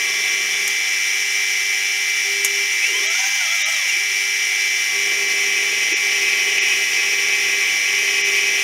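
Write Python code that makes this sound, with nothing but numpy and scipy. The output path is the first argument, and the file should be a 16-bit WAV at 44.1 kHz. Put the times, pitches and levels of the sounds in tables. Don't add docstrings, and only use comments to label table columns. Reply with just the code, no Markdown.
import sys
import numpy as np
from scipy import signal
from scipy.fft import rfft, irfft
from scipy.io import wavfile
from scipy.ndimage import uniform_filter1d

SR = 44100
rng = np.random.default_rng(int(sys.argv[2]) if len(sys.argv) > 2 else 0)


def wrap_up_sound(samples):
    columns = np.atleast_2d(samples).T
    tamed = np.clip(columns, -1, 1)
    steps = np.round(tamed * 32767).astype(np.int16)
    wavfile.write(sys.argv[1], SR, steps)


N = 380583
TIME = np.arange(N) / SR
HZ = np.fft.rfftfreq(N, 1 / SR)


def amp(db):
    return 10 ** (np.asarray(db) / 20)


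def unit(x):
    return x / np.sqrt(np.mean(abs(x) ** 2) + 1e-20)


def curves(rows):
    s, *columns = np.transpose(rows)
    return [np.interp(TIME, s, column) for column in columns]


def read(points, hz):
    f, value = np.transpose(points)
    return np.interp(np.log(hz + 1), np.log(f + 1), value)


def drift(rate):
    steps = np.arange(0, N / SR + 1, 1 / 1000)
    f = np.fft.rfftfreq(len(steps), steps[1])
    spectrum = rfft(rng.standard_normal(len(steps)))
    slow = irfft(spectrum / np.sqrt(1 + (f / rate) ** 4), len(steps))
    return np.interp(TIME, steps, unit(slow))


def coloured(x, spectrum, resonances=(), ripple_db=0):
    db = read(spectrum, HZ)
    for hz, width, peak in resonances:
        db = db + peak / (1 + (2 * (HZ - hz) / width) ** 2)
    small = uniform_filter1d(rng.standard_normal(len(HZ)), size=170)
    small = uniform_filter1d(small, size=110)
    ripple = ripple_db * unit(small) * HZ / (HZ + 1500)
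    return unit(irfft(rfft(x) * amp(db + ripple), N))


def sine(turns):
    return np.sqrt(2) * np.cos((2 * np.pi * (turns % 1)).astype(np.float32))


def tone(turns, db, waver):
    level = amp(db) * (1 + waver * drift(8))
    return level * sine(turns + waver * drift(8) / (2 * np.pi))


def swell(start, length):
    return np.sin(np.pi * np.clip((TIME - start) / length, 0, 1))


def gate(start, end, attack, release):
    return np.clip((TIME - start) / attack, 0, 1) * np.exp(-np.maximum(TIME - end, 0) / release)


# (start_s, turns_per_s)
SHAFT_SPEED = [(0, 99.59), (3.5, 99.5), (4.6, 99.43), (8.63, 99.47)]


def shaft_turns():
    return np.cumsum(curves(SHAFT_SPEED)[0] * (1 + .0003 * drift(6))) / SR


BALLS = 10
OUTER_PASSES = 4.14
# (multiple_of_ball_passes, sideband_in_shaft_turns, level_db)
INNER_TONES = [(3, 0, -43.4), (3, 1, -43.0), (4, -4, -44.1), (3, 2, -47.4), (4, -1, -33.0), (4, 0, -24.7),
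               (4, 1, -39.1), (5, 0, -39.9), (6, -1, -46.9), (6, 0, -40.8), (6, 1, -53.7), (7, -4, -54.9),
               (6, 2, -54.6), (7, -3, -46.6), (6, 4, -56.9), (7, -1, -51.6), (7, 0, -47.4), (7, 1, -55.6),
               (7, 2, -56.0), (8, 0, -53.1), (9, -1, -47.8), (9, 0, -38.2), (9, 1, -45.1), (10, -2, -42.5),
               (9, 4, -41.9), (10, -1, -40.2), (10, 0, -35.1), (10, 1, -50.2), (10, 2, -49.0),
               (10, 3, -44.5), (13, -1, -50.9)]
# (multiple_of_ball_passes, sideband_in_shaft_turns, level_db)
OUTER_TONES = [(2, 0, -52.7), (3, 0, -56.3), (4, 0, -42.1), (5, -2, -44.6), (5, -1, -33.8), (5, 0, -28.3),
               (5, 1, -41.7), (6, -1, -41.4), (6, 0, -41.3), (7, -1, -43.2), (7, 0, -45.0), (7, 1, -42.0),
               (8, 0, -46.0), (9, -1, -56.5), (9, 0, -54.7), (9, 3, -55.6), (11, 0, -55.7), (11, 1, -54.0),
               (12, 0, -46.8)]


def bearing(shaft):
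    out = np.zeros(N)
    races = (INNER_TONES, BALLS - OUTER_PASSES, 0), (OUTER_TONES, OUTER_PASSES, 1 / 3)
    for race, passes, lag in races:
        start = rng.random(size=16)
        for multiple, sideband, db in race:
            scramble = rng.random() * (multiple * passes > 27)
            carrier = multiple * passes * shaft + start[multiple]
            turns = carrier + sideband * (shaft + lag) + scramble
            out += tone(turns, db, waver=.11)
    return out


# (average_pitch_hz, level_db)
DRIVE_TONES = [(1393.1, -51), (1583.3, -54.5), (2111.2, -37.5), (2639.8, -38), (3169.8, -40.5),
               (3459.7, -52), (5206.7, -49), (5354.9, -46.5), (5455, -45.5), (5654, -39), (5767.8, -40),
               (6589, -44.5)]


def drive(shaft):
    shaft_time = shaft / shaft[-1] * TIME[-1]
    return sum(tone(hz * shaft_time, db, waver=.22) for hz, db in DRIVE_TONES)


# (start_s, end_s, force_db, ringing_db, sizzle_level_db, hum_level_db, throb_s)
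CUT_LIST = [(-.5, 0.707, -4, -18, -37.5, -55.5, 0.46), (4.702, 9, -0.8, 2.5, -56, -41.5, 5.437)]
ENTRY_S, RING_BUILD_S, EXIT_S = 0.43, 1.07, 0.36
IDLE_FORCE_DB, IDLE_RING_DB = -24, -23


def engaged(levels_db, attack, release):
    return sum(amp(db) * gate(start, end, attack, release)
               for (start, end, *_), db in zip(CUT_LIST, levels_db))


def loads():
    _, _, force_db, ring_db, sizzle_db, _, _ = np.transpose(CUT_LIST)
    force = np.hypot(amp(IDLE_FORCE_DB), engaged(force_db, ENTRY_S, EXIT_S))
    ring = np.hypot(amp(IDLE_RING_DB), engaged(ring_db, RING_BUILD_S, EXIT_S))
    return force, ring, engaged(sizzle_db, ENTRY_S, EXIT_S)


# (pitch_hz, density_db_per_hz)
HEAD_COLOUR = [(30.0, -102), (120.0, -89), (300.0, -97), (560.0, -89), (750.0, -77.5), (1500.0, -78),
               (2000.0, -60.5), (3000.0, -59), (4400.0, -80.5), (5700.0, -59), (7300.0, -71),
               (10000.0, -87), (13000.0, -79), (15700.0, -85.5)]
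# (pitch_hz, width_hz, boost_db)
CASTING_MODES = [(221, 99, 7.3), (364, 92, 19), (540, 56, 5.8), (751, 34, 10), (794, 16, 4.3),
                 (1087, 56, 4.4), (1225, 18, 8), (1366, 123, 8.5), (1613, 108, 12.2), (1898, 22, 10),
                 (1907, 13, 3.9), (2227, 56, 8.4), (3965, 85, 10), (4223, 103, 15.7), (4600, 110, 13.7),
                 (4977, 21, 14.7), (5250, 260, 6.8), (5860, 17, 5.7), (8820, 160, 5.9), (9320, 1010, 9.2),
                 (10080, 1240, 10.9), (11950, 660, 7.5)]
# (pitch_hz, density_db_per_hz)
SIZZLE_COLOUR = [(2700, -26.5), (3100, -5), (3350, -5), (3500, 9.5), (3620, -38), (3800, -5), (4200, -55)]


def head(shaft, cut_sizzle, rolling_db=-24.5, sizzle_db=-40.5, fade_db_per_s=1.1):
    ball_pulse = .05 * sine((BALLS - OUTER_PASSES) * shaft)
    turn_pulse = .04 * sine(3 * shaft) + .04 * sine(4 * shaft)
    pulsing = 1 + ball_pulse + turn_pulse
    rolling = rng.standard_normal(N) * pulsing * amp(.5 * drift(19))
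    ringing = coloured(rolling, HEAD_COLOUR, CASTING_MODES, ripple_db=1.8)
    sizzle = coloured(rng.standard_normal(N) * pulsing, SIZZLE_COLOUR)
    sizzle_gain = np.hypot(amp(sizzle_db - fade_db_per_s * TIME), cut_sizzle)
    return amp(rolling_db) * ringing + sizzle_gain * sizzle


REDUCTION, FLUTES = 5, 4
# (pitch_hz, density_db_per_hz)
RUMBLE_COLOUR = [(100, -32), (165, -25), (275, -22), (335, -2), (400, 1), (465, 0.5), (540, -13.5),
                 (800, -5), (930, -10.5), (1130, -3), (1500, -27), (2000, -24)]
# (pitch_hz, density_db_per_hz)
SCRAPE_COLOUR = [(800, -30), (1500, -13.5), (2000, 7.5), (3100, 3.5), (3700, -11), (4700, -13), (5700, -8),
                 (7000, -29), (15000, -38)]
# (pitch_hz, width_hz, boost_db)
CUTTER_MODES = [(2533, 71, 16.6), (2980, 84, 6.3), (5770, 110, 9.8)]


def cutting(spindle, force, ring, rumble_db=-42., scrape_db=-27.0, uneven_db=1.4):
    bite = 1 + np.exp(-(FLUTES * spindle % 1) / 0.47)
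    bite = bite * (1 + .2 * sine(spindle))
    bite = bite * amp(1.0 * drift(30) + uneven_db * drift(3.2))
    rumble = coloured(bite * rng.standard_normal(N), RUMBLE_COLOUR)
    scrape = coloured(bite * rng.standard_normal(N), SCRAPE_COLOUR, CUTTER_MODES, ripple_db=2.5)
    return force * amp(rumble_db) * rumble + ring * amp(scrape_db) * scrape


# (multiple_of_flute_rate, level_db)
STRIKE_TONES = [(2, -64), (3, -60), (4, -57.5), (4.25, -57.5), (6, -52), (7, -61), (8, -59)]
# (start_s, end_s, level_db)
HUM_SWELLS = [(2.24, 2.62, -41.5), (2.847, 3.104, -42.5), (4.918, 5.096, -38)]
SWELL_RISE_S, SWELL_FALL_S = 0.052, 0.028
HUM_HZ, BEAT_HZ = 399.5, 1.064


def hum(spindle, force, motor_db=-48.5, throb=0.077, unsteady_db=3.0):
    strikes = force * sum(tone(k * FLUTES * spindle, db, waver=.2) for k, db in STRIKE_TONES)
    swells = sum(amp(db) * gate(start, end, SWELL_RISE_S, SWELL_FALL_S)
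                 for start, end, db in HUM_SWELLS)
    motor = (amp(motor_db) * (1 - shifting()) + swells) * sine(HUM_HZ * TIME)
    beating = np.zeros(N)
    for start, end, *_, db, throb_s in CUT_LIST:
        lower_tone = sine(HUM_HZ * TIME - BEAT_HZ * (TIME - throb_s))
        beating += amp(db) * gate(start, end, ENTRY_S, EXIT_S) * lower_tone
    humming = motor + beating * amp(unsteady_db * drift(4.5))
    return strikes + humming * (1 + throb * sine(spindle))


# (pitch_hz, level_db)
FEED_TONES = [(188.4, -61), (640.6, -58.5), (753.7, -56), (823.6, -57), (1130, -48)]
FEED_START_S, FEED_STOP_S = 0.24, .025


def feed():
    feeding = engaged([0] * len(CUT_LIST), FEED_START_S, FEED_STOP_S)
    return feeding * sum(tone(hz * TIME, db, waver=.2) for hz, db in FEED_TONES)


# (start_s, level_db, decay_s)
TICK_LIST = [(.6774, -14, .003), (2.4463, -11.5, .008)]
# (pitch_hz, density_db_per_hz)
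TICK_COLOUR = [(100, -42), (400, -9), (1300, -13), (2100, 4), (3200, -14), (5300, -14), (6500, 5.5),
               (8500, -5.5), (12500, -3.5), (15500, -21)]
# (pitch_hz, level_db)
TICK_RING = [(2150, -2), (6500, -7)]


def ticks():
    out = np.zeros(N)
    crack = coloured(rng.standard_normal(N), TICK_COLOUR)
    for s, db, decay in TICK_LIST:
        age = np.maximum(TIME - s, 0)
        modes = sum(amp(mode_db) * sine(hz * age) for hz, mode_db in TICK_RING)
        modes = modes * np.exp(-age / .003)
        burst = crack * (np.exp(-age / decay) + .12 * np.exp(-age / .016))
        attack = 1 - np.exp(-age / .0003)
        out += amp(db) * attack * (burst + modes)
    return signal.sosfilt(signal.butter(4, 900, "highpass", fs=SR, output="sos"), out)


# (time_s, motor_pitch_hz)
SHIFT_PITCH = [(2.8, 396.7), (3.018, 545.9), (3.07, 641.9), (3.2, 758.7), (3.356, 823.4), (3.474, 633.6),
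               (3.548, 694.8), (3.62, 595.5), (3.718, 676.5), (3.97, 364.1)]
SHIFT_FADE_S = 0.021


def shifting():
    return gate(SHIFT_PITCH[0][0], SHIFT_PITCH[-1][0], SHIFT_FADE_S, SHIFT_FADE_S)


# (multiple_of_motor_pitch, level_db)
MOTOR_TONES = [(1, -38), (1.27, -44), (2, -37), (5, -41.5), (6.1, -33), (8, -42), (12, -43), (15, -45),
               (19, -41)]
# (pitch_hz, gain_db)
TABLE_GAIN = [(300, 9), (480, -12), (660, -9.5), (850, -7.5), (1000, -9), (1300, -4.5), (1600, -6),
              (2500, 10), (3400, 3.5), (3900, -5), (4200, -25), (5000, -12), (6200, -1), (10000, -12)]
# (pitch_hz, density_db_per_hz)
SCREW_COLOUR = [(1500, -36), (2600, 5), (3400, 1), (4400, -19), (5500, 2), (6300, 9), (7500, -14),
                (12000, -31)]
TOP_SPEED_DB, DB_PER_OCTAVE = 4.5, 12.5


def table_shift(screw_db=-33.5, flutter_db=2.):
    hz = curves(SHIFT_PITCH)[0]
    level_db = TOP_SPEED_DB + DB_PER_OCTAVE * np.log2(hz / hz.max()) + flutter_db * drift(24)
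    turns = np.cumsum(hz * (1 + .012 * drift(90))) / SR
    whirr = np.zeros(N)
    for k, db in MOTOR_TONES:
        whirr += tone(k * turns, db + read(TABLE_GAIN, k * hz), waver=.3) * (1 + .45 * drift(35))
    grinding = amp(screw_db + 2 * drift(37)) * coloured(rng.standard_normal(N), SCREW_COLOUR)
    return shifting() * amp(level_db) * (whirr + grinding)


# (start_s, pitch_hz, width_hz, level_db, length_s)
JOLT_LIST = [(2.833, 2270, 300, -22.5, 0.048), (2.846, 392, 119, -43, 0.24), (3.903, 2370, 350, -23, 0.085),
             (5.912, 392, 130, -29, 0.038)]


def jolts():
    out = np.zeros(N)
    for s, hz, width, db, length in JOLT_LIST:
        ring = irfft(rfft(rng.standard_normal(N)) / (1 + (2 * (HZ - hz) / width) ** 4), N)
        out += amp(db) * unit(ring) * swell(s, length)
    return out


# (middle_s, length_s, depth_db)
DIP_LIST = [(3.084, .04, 18), (3.643, 0.034, 30), (5.948, 0.04, 14), (6.602, 0.04, 12), (8.232, .036, 14)]
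# (pitch_hz, share_0_to_1)
SHARE_BY_PITCH = [(100, 0.99), (1400, 1), (1800, 0), (3400, 0), (4500, 0.95), (5300, 0), (6500, 0),
                  (7500, 1)]


def dipped(x):
    depth_db = sum(db * swell(s - length / 2, length) for s, length, db in DIP_LIST)
    hz, t, z = signal.stft(x, SR, nperseg=256)
    share = np.clip(read(SHARE_BY_PITCH, hz), 0, 1)[:, None]
    z = z * amp(-share * np.interp(t, TIME, depth_db))
    return signal.istft(z, SR)[1][:N]


def scene(whine_db=-0.77, whine_rise_db_per_s=.14):
    shaft = shaft_turns()
    spindle = shaft / REDUCTION
    force, ring, cut_sizzle = loads()
    whine = amp(whine_db + whine_rise_db_per_s * TIME) * bearing(shaft) + drive(shaft)
    noise = dipped(head(shaft, cut_sizzle) + cutting(spindle, force, ring))
    machine = whine + noise + hum(spindle, force) + feed() + ticks() + table_shift() + jolts()
    return np.array([machine, machine])


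def record(dry):
    lowpass = signal.firwin(1023, 15800, window=("kaiser", 9), fs=SR)
    return signal.oaconvolve(dry, lowpass[None], "same", axes=1)


dry = scene()
out = record(dry)
wrap_up_sound(out)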